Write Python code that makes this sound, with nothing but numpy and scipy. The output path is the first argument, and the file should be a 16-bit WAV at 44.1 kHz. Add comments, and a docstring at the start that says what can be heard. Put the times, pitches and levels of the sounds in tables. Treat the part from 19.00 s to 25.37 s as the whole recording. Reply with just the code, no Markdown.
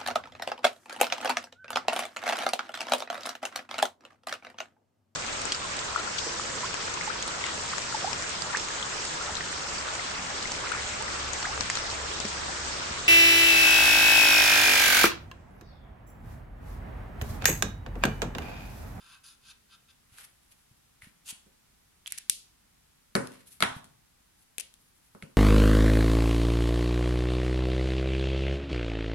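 """Short scratches come first: a brush-tip marker makes five strokes on rough paper, on a desk in a small room.
The hand slides away, a cap is slid on and snaps home, and the marker is knocked down among the others.
A second marker is then uncapped and the hand settles on the paper again, over a faint steady hiss.
Friction is random slips shaped by resonances or spectra; blows are decaying modes with bursts of noise.
A diffuse tail of decaying noise bands answers as the room."""
import sys
import numpy as np
from scipy import signal
from scipy.fft import rfft, irfft, next_fast_len
from scipy.io import wavfile

SR = 44100
rng = np.random.default_rng(int(sys.argv[2]) if len(sys.argv) > 2 else 0)


def to_wav(sig):
    """Store sig (one row per channel, or 1-D mono) as 16-bit WAV at the path in sys.argv[1].

    Samples outside -1..1 are clipped; the rate is SR.
    """
    pcm = np.clip(np.atleast_2d(sig), -1, 1) * 32767
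    pcm = np.round(pcm).astype(np.int16)
    wavfile.write(sys.argv[1], SR, pcm.T)  # frames by channels


N = 280917
TIME = np.arange(N) / SR
RING_TIME = TIME[:SR // 2]   # common length of every blow and of the room tail

# Strokes of the nib. Each row: start, fastest moment and end in seconds, level in dB,
# barrel hum and top hiss in dB relative to the middle band.
NIB_STROKES = [(-.07, 0.145, .197, -57.5, 3.5, 0.5), (0.23, 0.251, .375, -55.5, -4, 6),
               (0.406, 0.516, 0.53, -53, -6, 0), (0.683, 0.748, 0.768, -55.5, -4.5, -4.5),
               (.873, 0.902, 0.933, -59.5, -6.5, -3)]
# Resonances of the dragged marker. Each row: frequency in Hz, width in Hz, relative level in dB.
NIB_RESONANCES = [(1005, 200, -6), (1355, 69, 3.5), (1410, 57, -1.5), (1564, 58, 3), (2580, 146, 1),
                  (3085, 100, 1), (3310, 170, 0), (3650, 230, 4), (4270, 104, 0.5), (4690, 130, -2.5),
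                  (4970, 110, 0), (6380, 1350, -11.5), (9020, 240, -8), (10180, 520, -7)]
# Skin sliding on paper and plastic. Each row: start in seconds, length in seconds, level in dB,
# low swish in dB relative to the hiss.
SKIN_RUBS = [(1.086, 0.21, -64.5, 8), (1.222, 0.11, -62.5, -23), (1.25, 0.62, -74, 0),
             (2.008, 0.099, -60.5, 10), (4.203, 0.27, -69.5, 14), (4.455, 0.15, -55.5, -12.5),
             (4.746, 0.066, -58, 12), (5.363, 0.086, -67, -25), (5.693, .9, -73, -26)]
RUB_FASTEST_SHARE = .36   # a rub is fastest after this share of its length
# Spectrum of skin friction. Each row: frequency in Hz, relative level in dB per Hz.
SKIN_SPECTRUM = [(200, -21.5), (700, -11), (1400, -3.5), (2800, -3), (4000, -3.5), (5500, -5), (7500, -3),
                 (10500, 3.5), (12000, 1), (14000, -8), (16000, -16)]

# Spectrum of the cap scraping over the barrel. Each row: frequency in Hz, relative level in dB per Hz.
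SCRAPE_SPECTRUM = [(300, -23), (1100, -12.5), (2200, -8), (2900, 3.5), (4000, -1.5), (5500, -3), (7500, 2),
                   (10000, -2.5), (12000, -3.5), (15000, -15)]
# The slide grows louder as the fit tightens, until the cap meets the catch.
SLIDE_START_S, SLIDE_STOP_S, SLIDE_END_DB = 2.264, 2.305, -37
SLIDE_TIGHTEN_DB_PER_S, SLIDE_ATTACK_DB_PER_S, SLIDE_RELEASE_DB_PER_S = 304, 850, 1102

# Clicks of the caps. Each row: time in seconds, level in dB, left-right difference in dB,
# pitch of the air in the cap in Hz, level of the air ring in dB.
CAP_CLICKS = [(1.185, -34, 2, 1650, -40.5), (2.021, -42, 0, 2070, -33.5), (3.0608, -38, -7, 3210, -27),
              (3.0762, -21.5, 1, 3360, -27.5), (3.1221, -16, -3.5, 2070, -32),
              (3.1846, -22, -10.5, 1900, -42), (3.2975, -4.5, 0, 3430, -37.5),
              (4.1522, -21.5, 3, 4420, -14.5), (4.272, -29, 6, 3430, -50), (4.319, -37.5, 4, 4200, -56),
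              (4.624, -19, 6, 3700, -11.5), (5.5823, -18, 8.5, 2600, -30), (5.598, -21, 8, 2616, -34),
              (5.7401, -38, 7, 3570, -67), (6.2245, -42.5, -4, 2150, -36.5)]
# Modes of the thin cap wall. Each row: frequency in Hz, level in dB, 60 dB decay time in seconds.
CAP_MODES = [(2050, -35, 0.003), (2220, -29, 0.0033), (3300, -23, 0.0026), (4340, -14, 0.0042),
             (5900, -6.5, 0.0018), (6550, -15.5, 0.01), (7570, -5.5, 0.0018), (9780, 0.5, 0.0026),
             (10970, -5.5, 0.0078)]
# Spectrum of a hard plastic contact. Each row: frequency in Hz, relative level in dB per Hz.
SNAP_SPECTRUM = [(100, -30.5), (400, -17.5), (1000, -19.5), (1600, -5.5), (2500, 0.5), (4000, 0.5),
                 (6000, -4), (8000, 1), (10500, -0.5), (12500, 0.5), (15000, -10)]
# A stronger click is a harder contact, and so brighter: its cutoff doubles every so many dB.
HARDNESS_HZ_AT_0_DB, HARDNESS_DOUBLES_DB = 16502, 26
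# Quick stick-slip runs of a tight cap. Each row: start in seconds, length in seconds, mean level in dB,
# left-right difference in dB.
STICK_SLIP_RUNS = [(3.069, .006, -32.5, 3), (3.104, .009, -37, -8), (3.1762, .009, -30, 8),
                   (5.602, .009, -25.5, 10)]
SLIP_GAP_S, SLIP_JITTER = .0033, .12   # jitter is a share of the gap
SLIP_AIR_HZ, SLIP_AIR_DB = 2600, -15.5   # air ring relative to the mean level of the run
# Air pops as a cap seals or unseals. Each row: time in seconds, level in dB, pitch in Hz.
AIR_POPS = [(3.2985, -37.5, 336), (5.5827, -34.5, 467)]

# Knocks of markers and hand on the desk. Each row: time in seconds, desk level in dB, desk contact cutoff in Hz,
# barrel level in dB, barrel contact cutoff in Hz, plastic tick level in dB.
DESK_KNOCKS = [(2.462, -55.5, 170, -70, 1800, -57), (4.1523, -23.5, 710, -17.5, 1767, -16),
               (4.6049, -41, 296, -32.5, 3570, -23), (4.6246, -28.5, 229, -15.5, 3550, -15.5),
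               (4.843, -55.5, 118, -64, 1500, -41), (6.149, -48.5, 260, -42.5, 1050, -52),
               (6.224, -42, 220, -46, 3340, -39.5)]
# Modes of the desk top. Each row: frequency in Hz, level in dB, 60 dB decay time in seconds.
DESK_MODES = [(127.7, -9.5, 0.35), (211.5, -0.5, 0.11), (255.3, -12.5, 0.53), (392, -0.5, 0.12),
              (457, -7, 0.076), (545, -5.5, 0.19)]
# Modes of the barrel against the desk. Each row: frequency in Hz, level in dB, 60 dB decay time in seconds.
BARREL_MODES = [(599, -13, 0.061), (715, -11, 0.045), (890, -24, 0.02), (940, -28, 0.026),
                (1095, -14, 0.042), (1320, 0.5, 0.034), (1434, -21.5, 0.1), (1483, -7.5, 0.075),
                (1733, -6.5, .03), (1880, -6.5, 0.028), (2172, 0, 0.026), (2390, -11, 0.017),
                (2895, -26, 0.024), (3200, 9.5, 0.0032), (4430, 13.5, 0.0047), (4680, -9.5, 0.012)]
# Each knock bounces once: the desk gets nearly the same push, the plastic much less.
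BOUNCE_S, BOUNCE_DESK_DB, BOUNCE_PLASTIC_DB = .0107, -5.5, -9
TICK_TOP_HZ = 11600   # the desk mat softens the tick of a knock above this
# Fingers and the heel of the hand landing. Each row: time in seconds, level in dB, pitch in Hz.
HAND_THUMPS = [(1.12, -51, 100), (1.712, -48, 131), (2.03, -47.5, 101), (2.07, -46, 195),
               (2.326, -45.5, 202), (4.1508, -33.5, 127), (4.624, -27.5, 134), (4.711, -41.5, 94.5),
               (4.764, -29, 147.1), (6.236, -36.5, 149)]
MODE_VARY_DB = 1.5   # random spread of each mode, and of each slip of a tight cap
PORT_LAG_S = .00055   # the desk modes reach the left port this much later

# Decay of the room. Each row: frequency in Hz, 60 dB decay time in seconds.
ROOM_DECAY = [(100, 1.26), (260, .5), (700, 0.5), (1800, 0.2967), (5000, 0.4033), (12000, 0.26)]
# Colour of the room. Each row: frequency in Hz, relative level returned in dB.
ROOM_RETURN = [(60, -14.5), (200, -6.5), (500, 3), (1200, 6), (3000, 1.5), (7000, -5), (11000, 3),
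               (15000, -12)]
# Spectrum of still air and microphone hiss. Each row: frequency in Hz, relative level in dB per Hz.
AIR_SPECTRUM = [(12, -33.5), (20, -6), (22, -9), (53, -3.5), (79, -8.5), (210, -9.5), (293, -14.5),
                (347, -16), (377, -17), (590, -19), (802, -16.5), (976, -18), (6910, -22.5), (10200, -21.5),
                (16000, -24.5)]
AIR_DB = -64.5   # rms
# Coherence of a diffuse field at the two ports. Each row: frequency in Hz, left-right likeness from -1 to 1.
PORT_LIKENESS = [(60, 1), (130, 0.59), (290, -0.018), (640, -0.54), (1400, 0.42), (3100, 0), (15000, -0.17)]
CUTOFF_HZ = 16300


def nib():
    """Friction excitation: paper fibres pluck the felt tip and the barrel's resonances colour the scratch."""
    tooth = grains(per_s=9000, spread_db=1.5, shared=0.66) * judder(per_s=130, depth_db=1.1)
    scratch = 0
    for k, (hz, width_hz, db) in enumerate(NIB_RESONANCES):
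        # the grip shifts, so each resonance swells and fades by itself
        swelling = resonate(tooth, hz, width_hz) * judder(per_s=18, depth_db=1.0)
        scratch = scratch + (-1) ** k * from_db(db) * swelling
    scratch = rms_one(scratch)
    hum = butter(scratch, 2000, "low", order=4)
    middle = butter(scratch, [2000, 6000], "band", order=4)
    top = butter(scratch, 4850, "high", order=4)
    out = np.zeros((2, N))
    for start, fastest, end, db, hum_db, top_db in NIB_STROKES:
        loudness = from_db(db) * sweep(start, fastest, end) ** 1.35
        out += loudness * (middle + from_db(hum_db) * hum + from_db(top_db) * top)
    return out


def skin():
    """Sliding friction: dry skin hisses, and the flat of the hand adds a lower swish."""
    slips_of_skin = grains(per_s=5000, spread_db=-2.0, shared=0.077)
    hiss = coloured(slips_of_skin, SKIN_SPECTRUM) * judder(per_s=44, depth_db=5.5)
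    low, high = butter(hiss, 3500, "low"), butter(hiss, 2400, "high")
    out = np.zeros((2, N))
    for start, length, db, low_db in SKIN_RUBS:
        speed = sweep(start, start + RUB_FASTEST_SHARE * length, start + length)
        out += speed * from_db(db) * (from_db(low_db) * low - high)
    return out


def cap_slide():
    """Friction under rising normal force: plastic scrapes on plastic, harder as the fit tightens."""
    before, after = np.maximum(SLIDE_START_S - TIME, 0), np.maximum(TIME - SLIDE_STOP_S, 0)
    to_go = np.maximum(SLIDE_STOP_S - TIME, 0)
    level_db = SLIDE_END_DB - SLIDE_TIGHTEN_DB_PER_S * to_go
    level_db = level_db - SLIDE_ATTACK_DB_PER_S * before - SLIDE_RELEASE_DB_PER_S * after
    grip = judder(per_s=400, depth_db=1.8)
    scrape = coloured(grains(per_s=14000, spread_db=3.5, shared=0.36), SCRAPE_SPECTRUM)
    return from_db(level_db) * grip * scrape


def cap_clicks():
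    """Impact on a shell and its cavity: wall and enclosed air ring; returns (near sound, spill into the room)."""
    near, spill = np.zeros((2, 2, N))
    for s, db, pan_db, air_hz, air_db in CAP_CLICKS + slips():
        pan = from_db([[pan_db / 2], [-pan_db / 2]])
        hard_hz = HARDNESS_HZ_AT_0_DB * 2 ** (db / HARDNESS_DOUBLES_DB)
        wall = ring(CAP_MODES, scatter_s=0.000096) + from_db(-12) * snap(t60=0.016)
        wall = from_db(db) * butter(wall, hard_hz, "low", order=1)
        air = from_db(air_db) * ring([(air_hz, 0, .009)], scatter_s=.0001)
        add(near, s, pan * butter(wall + air, 1200, "high"))
        wall_pulse = butter(pulse(2700, 13000), 2650, "high", order=4)
        wall_pulse = from_db(db - 0.5) * butter(wall_pulse, hard_hz, "low", order=1)
        air_pulse = from_db(air_db + 2.5) * pulse(air_hz / 1.25, air_hz * 1.25)
        add(spill, s, wall_pulse + air_pulse)
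    return near, spill


def slips():
    """Stick-slip: a tight cap gives nearly evenly spaced ticks, returned as rows of cap clicks."""
    ticks = []
    for start, length, db, pan_db in STICK_SLIP_RUNS:
        for s in np.arange(start, start + length, SLIP_GAP_S):
            tick_s = s + SLIP_GAP_S * SLIP_JITTER * rng.standard_normal()
            tick_db = db + MODE_VARY_DB * rng.standard_normal()
            ticks.append((tick_s, tick_db, pan_db, SLIP_AIR_HZ, db + SLIP_AIR_DB))
    return ticks


def snap(t60):
    """Hard contact: plastic on plastic gives a bright crack of quickly decaying noise."""
    t = RING_TIME[:SR // 20]
    crack = coloured(rng.standard_normal((2, len(t))), SNAP_SPECTRUM)
    return padded(crack * from_db(-60 * t / t60))


def knocks():
    """Impact: desk, barrel and plastic ring, and soft contacts stay dull; returns (near sound, spill)."""
    near, spill = np.zeros((2, 2, N))
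    for s, desk_db, desk_hz, barrel_db, barrel_hz, tick_db in DESK_KNOCKS + bounces():
        desk = ring(DESK_MODES, left_lag_s=PORT_LAG_S)
        desk = desk + from_db(10.5) * butter(burst(t60=0.32), [110, 600], "band")
        barrel = ring(BARREL_MODES, scatter_s=0.00056) + butter(burst(t60=0.058), [600, 3000], "band")
        tick = from_db(-7.5) * ring(CAP_MODES, scatter_s=0.000533) + from_db(-8.5) * snap(t60=0.033)
        desk_pulse = from_db(19.5) * pulse(175, 660)
        barrel_pulse = from_db(12.5) * pulse(630, 2450)
        tick_pulse = from_db(6.5) * pulse(3300, 11500)
        for out, low, middle, high in [(near, desk, barrel, tick),
                                       (spill, desk_pulse, barrel_pulse, tick_pulse)]:
            add(out, s, from_db(desk_db) * butter(low, desk_hz, "low", order=1))
            add(out, s, from_db(barrel_db) * butter(middle, barrel_hz, "low", order=3))
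            add(out, s, from_db(tick_db) * butter(high, TICK_TOP_HZ, "low", order=4))
    return near, spill


def bounces():
    """Rebound: every knock strikes once more, a moment later and weaker."""
    return [(s + BOUNCE_S, desk_db + BOUNCE_DESK_DB, desk_hz,
             barrel_db + BOUNCE_PLASTIC_DB, barrel_hz, tick_db + BOUNCE_PLASTIC_DB)
            for s, desk_db, desk_hz, barrel_db, barrel_hz, tick_db in DESK_KNOCKS]


def burst(t60):
    """High modal density: the many short-lived modes of a struck body merge into decaying noise."""
    t = RING_TIME[:SR // 10]
    return padded(diffuse(size=len(t)) * from_db(-60 * t / t60))


def ring(modes, left_lag_s=0, scatter_s=0):
    """Modal superposition: one blow starts decaying sines, each with a fresh strength and path to each port."""
    out, size = 0, int(max(t60 for hz, db, t60 in modes) * SR) + 200
    for k, (hz, db, t60) in enumerate(modes):
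        delay = scatter_s * rng.random((2, 1)) + [[left_lag_s], [0]]
        t = np.maximum(RING_TIME[:size] - delay, 0)
        strength_db = db + MODE_VARY_DB * rng.standard_normal()
        out = out + (-1) ** k * from_db(strength_db - 60 * t / t60) * np.sin(2 * np.pi * hz * t)
    return padded(out)


def thumps(events, cycles):
    """Heavy damping: a soft push decays by 60 dB within the given number of cycles."""
    out = np.zeros((2, N))
    for s, db, hz in events:
        add(out, s, from_db(db) * butter(ring([(hz, 0, cycles / hz)]), 2 * hz, "low"))
    return out


def pulse(low_hz, high_hz):
    """Radiated energy: the walls receive a blow, summed over directions, as a smooth pulse of unit energy."""
    x = butter(np.eye(1, len(RING_TIME)), [low_hz, high_hz], "band")
    return x / np.sqrt(np.sum(x ** 2))


def room(x, build_s):
    """Reverberation: wall reflections build up in a few milliseconds and die band by band."""
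    noise, tail = diffuse(size=len(RING_TIME)), 0
    edges = np.geomspace(45, 18000, 14)
    for low, high in zip(edges, edges[1:]):
        hz = np.sqrt(low * high)
        decay = from_db(at_hz(ROOM_RETURN, hz) - 60 * RING_TIME / at_hz(ROOM_DECAY, hz))
        noise = noise[:, ::-1]   # time reversal makes neighbouring bands unrelated
        tail = tail + butter(noise, [low, high], "band") * decay
    tail = tail * (1 - np.exp(-(RING_TIME / build_s) ** 2))
    unit_tail = tail / np.sqrt(np.sum(tail ** 2) / 2)
    return signal.fftconvolve(x, unit_tail, axes=1)[:, :N]


def port_ring(sound):
    """Resonance: the microphone ports ring in the top octave, the left one more."""
    return from_db([[-3], [-16]]) * resonate(sound, 10200, 1500)


def air_hiss():
    """Stationary noise: still air and the microphone give a faint steady hiss."""
    return from_db(AIR_DB) * coloured(diffuse(size=N), AIR_SPECTRUM)


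def diffuse(size):
    """Diffuse field: noise arrives from all sides, with a left-right likeness that depends on frequency."""
    length = next_fast_len(size)
    mid, side = rfft(rng.standard_normal((2, length)))
    hz = np.maximum(np.linspace(0, SR / 2, len(mid)), 1)
    alike = np.clip(at_hz(PORT_LIKENESS, hz), -1, 1)
    ports = np.sqrt((1 + alike) / 2) * mid + np.sqrt((1 - alike) / 2) * side * [[1], [-1]]
    return irfft(ports, length)[:, :size]


def grains(per_s, spread_db, shared):
    """Stochastic friction: tiny slips of uneven size, a share of whose power reaches both ports alike; rms 1."""
    born = rng.random((3, N)) < per_s / SR
    size = from_db(spread_db * np.minimum(rng.exponential(1, (3, N)), 4))
    slip = born * rng.standard_normal((3, N)) * size
    shared = np.clip(shared, 0, 1)
    return rms_one(np.sqrt(shared) * slip[2] + np.sqrt(1 - shared) * slip[:2])


def judder(per_s, depth_db):
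    """Amplitude modulation: uneven grip is a random gain, interpolated between knots."""
    knots = rng.standard_normal(4000)
    return from_db(depth_db * np.interp(TIME * per_s, np.arange(len(knots)), knots))


def sweep(start, fastest, end):
    """Kinematics of a hand movement: its speed gathers, peaks at 1 and stops."""
    return np.sin(np.interp(TIME, np.sort([start, fastest, end]), [0, np.pi / 2, np.pi]))


def coloured(x, spectrum):
    """Spectral shaping: weight a texture by a spectrum; rms 1."""
    size = next_fast_len(x.shape[1])
    hz = np.maximum(np.fft.rfftfreq(size, 1 / SR), 1)
    shaped = irfft(rfft(x, size) * from_db(at_hz(spectrum, hz)), size)
    return rms_one(shaped[:, :x.shape[1]])


def resonate(x, hz, width_hz):
    """Simple resonator: two poles, with gain 1 on top."""
    r = np.exp(-np.pi * width_hz / SR)
    zeros = np.array([1, 0, -1]) * (1 - r * r) / 2
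    poles = [1, -2 * r * np.cos(2 * np.pi * hz / SR), r * r]
    return signal.lfilter(zeros, poles, x + 1e-18)


def butter(x, hz, kind, order=2):
    """Maximally flat passband: a causal Butterworth filter."""
    sos = signal.butter(order, np.clip(hz, 10, .47 * SR), kind, fs=SR, output="sos")
    return signal.sosfilt(sos, x + 1e-18)


def from_db(db):
    """Logarithmic level: decibels to amplitude gain."""
    return 10 ** (np.asarray(db) / 20)


def rms_one(x):
    """Effective value: scale to unit rms."""
    return x / np.sqrt(np.mean(x ** 2) + 1e-20)


def at_hz(points, hz):
    """Logarithmic frequency: interpolate a table on a log-frequency axis."""
    points = np.array(points)
    return np.interp(np.log(hz), np.log(points[:, 0]), points[:, 1])


def add(out, s, sound):
    """Superposition: mix a sound in at s seconds."""
    start = int(s * SR)
    out[:, start:start + sound.shape[1]] += sound[:, :N - start]


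def padded(x):
    """Common duration: follow a short stereo sound with silence, up to the ring length."""
    return np.pad(x, [(0, 0), (0, len(RING_TIME) - x.shape[1])])


def scene():
    """Superposition of direct and reverberant sound: hands and markers close by, the room, a steady hiss."""
    rubbing, slide = nib() + skin(), cap_slide()
    cap, cap_spill = cap_clicks()
    blows, blow_spill = knocks()
    soft = thumps(HAND_THUMPS, cycles=5.1) + thumps(AIR_POPS, cycles=2.3)
    spill = from_db(-9.5) * rubbing + from_db(-8.0) * slide + cap_spill + blow_spill
    spill = spill + from_db(-22) * blows + from_db(-6.5) * butter(soft, 170, "high")
    sound = rubbing + slide + cap + blows + soft + room(spill, build_s=0.0031)
    return sound + port_ring(sound) + air_hiss()


def record(dry):
    """Saturation and band limiting: the loudest peaks are rounded; the top rolls off and is then cut."""
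    rounded = 1.2 * np.tanh(dry / 1.2)
    sound = butter(rounded, 14000, "low", order=3)
    return signal.sosfilt(signal.ellip(10, .2, 80, CUTOFF_HZ, fs=SR, output="sos"), sound)


dry = scene()
out = record(dry)
to_wav(out)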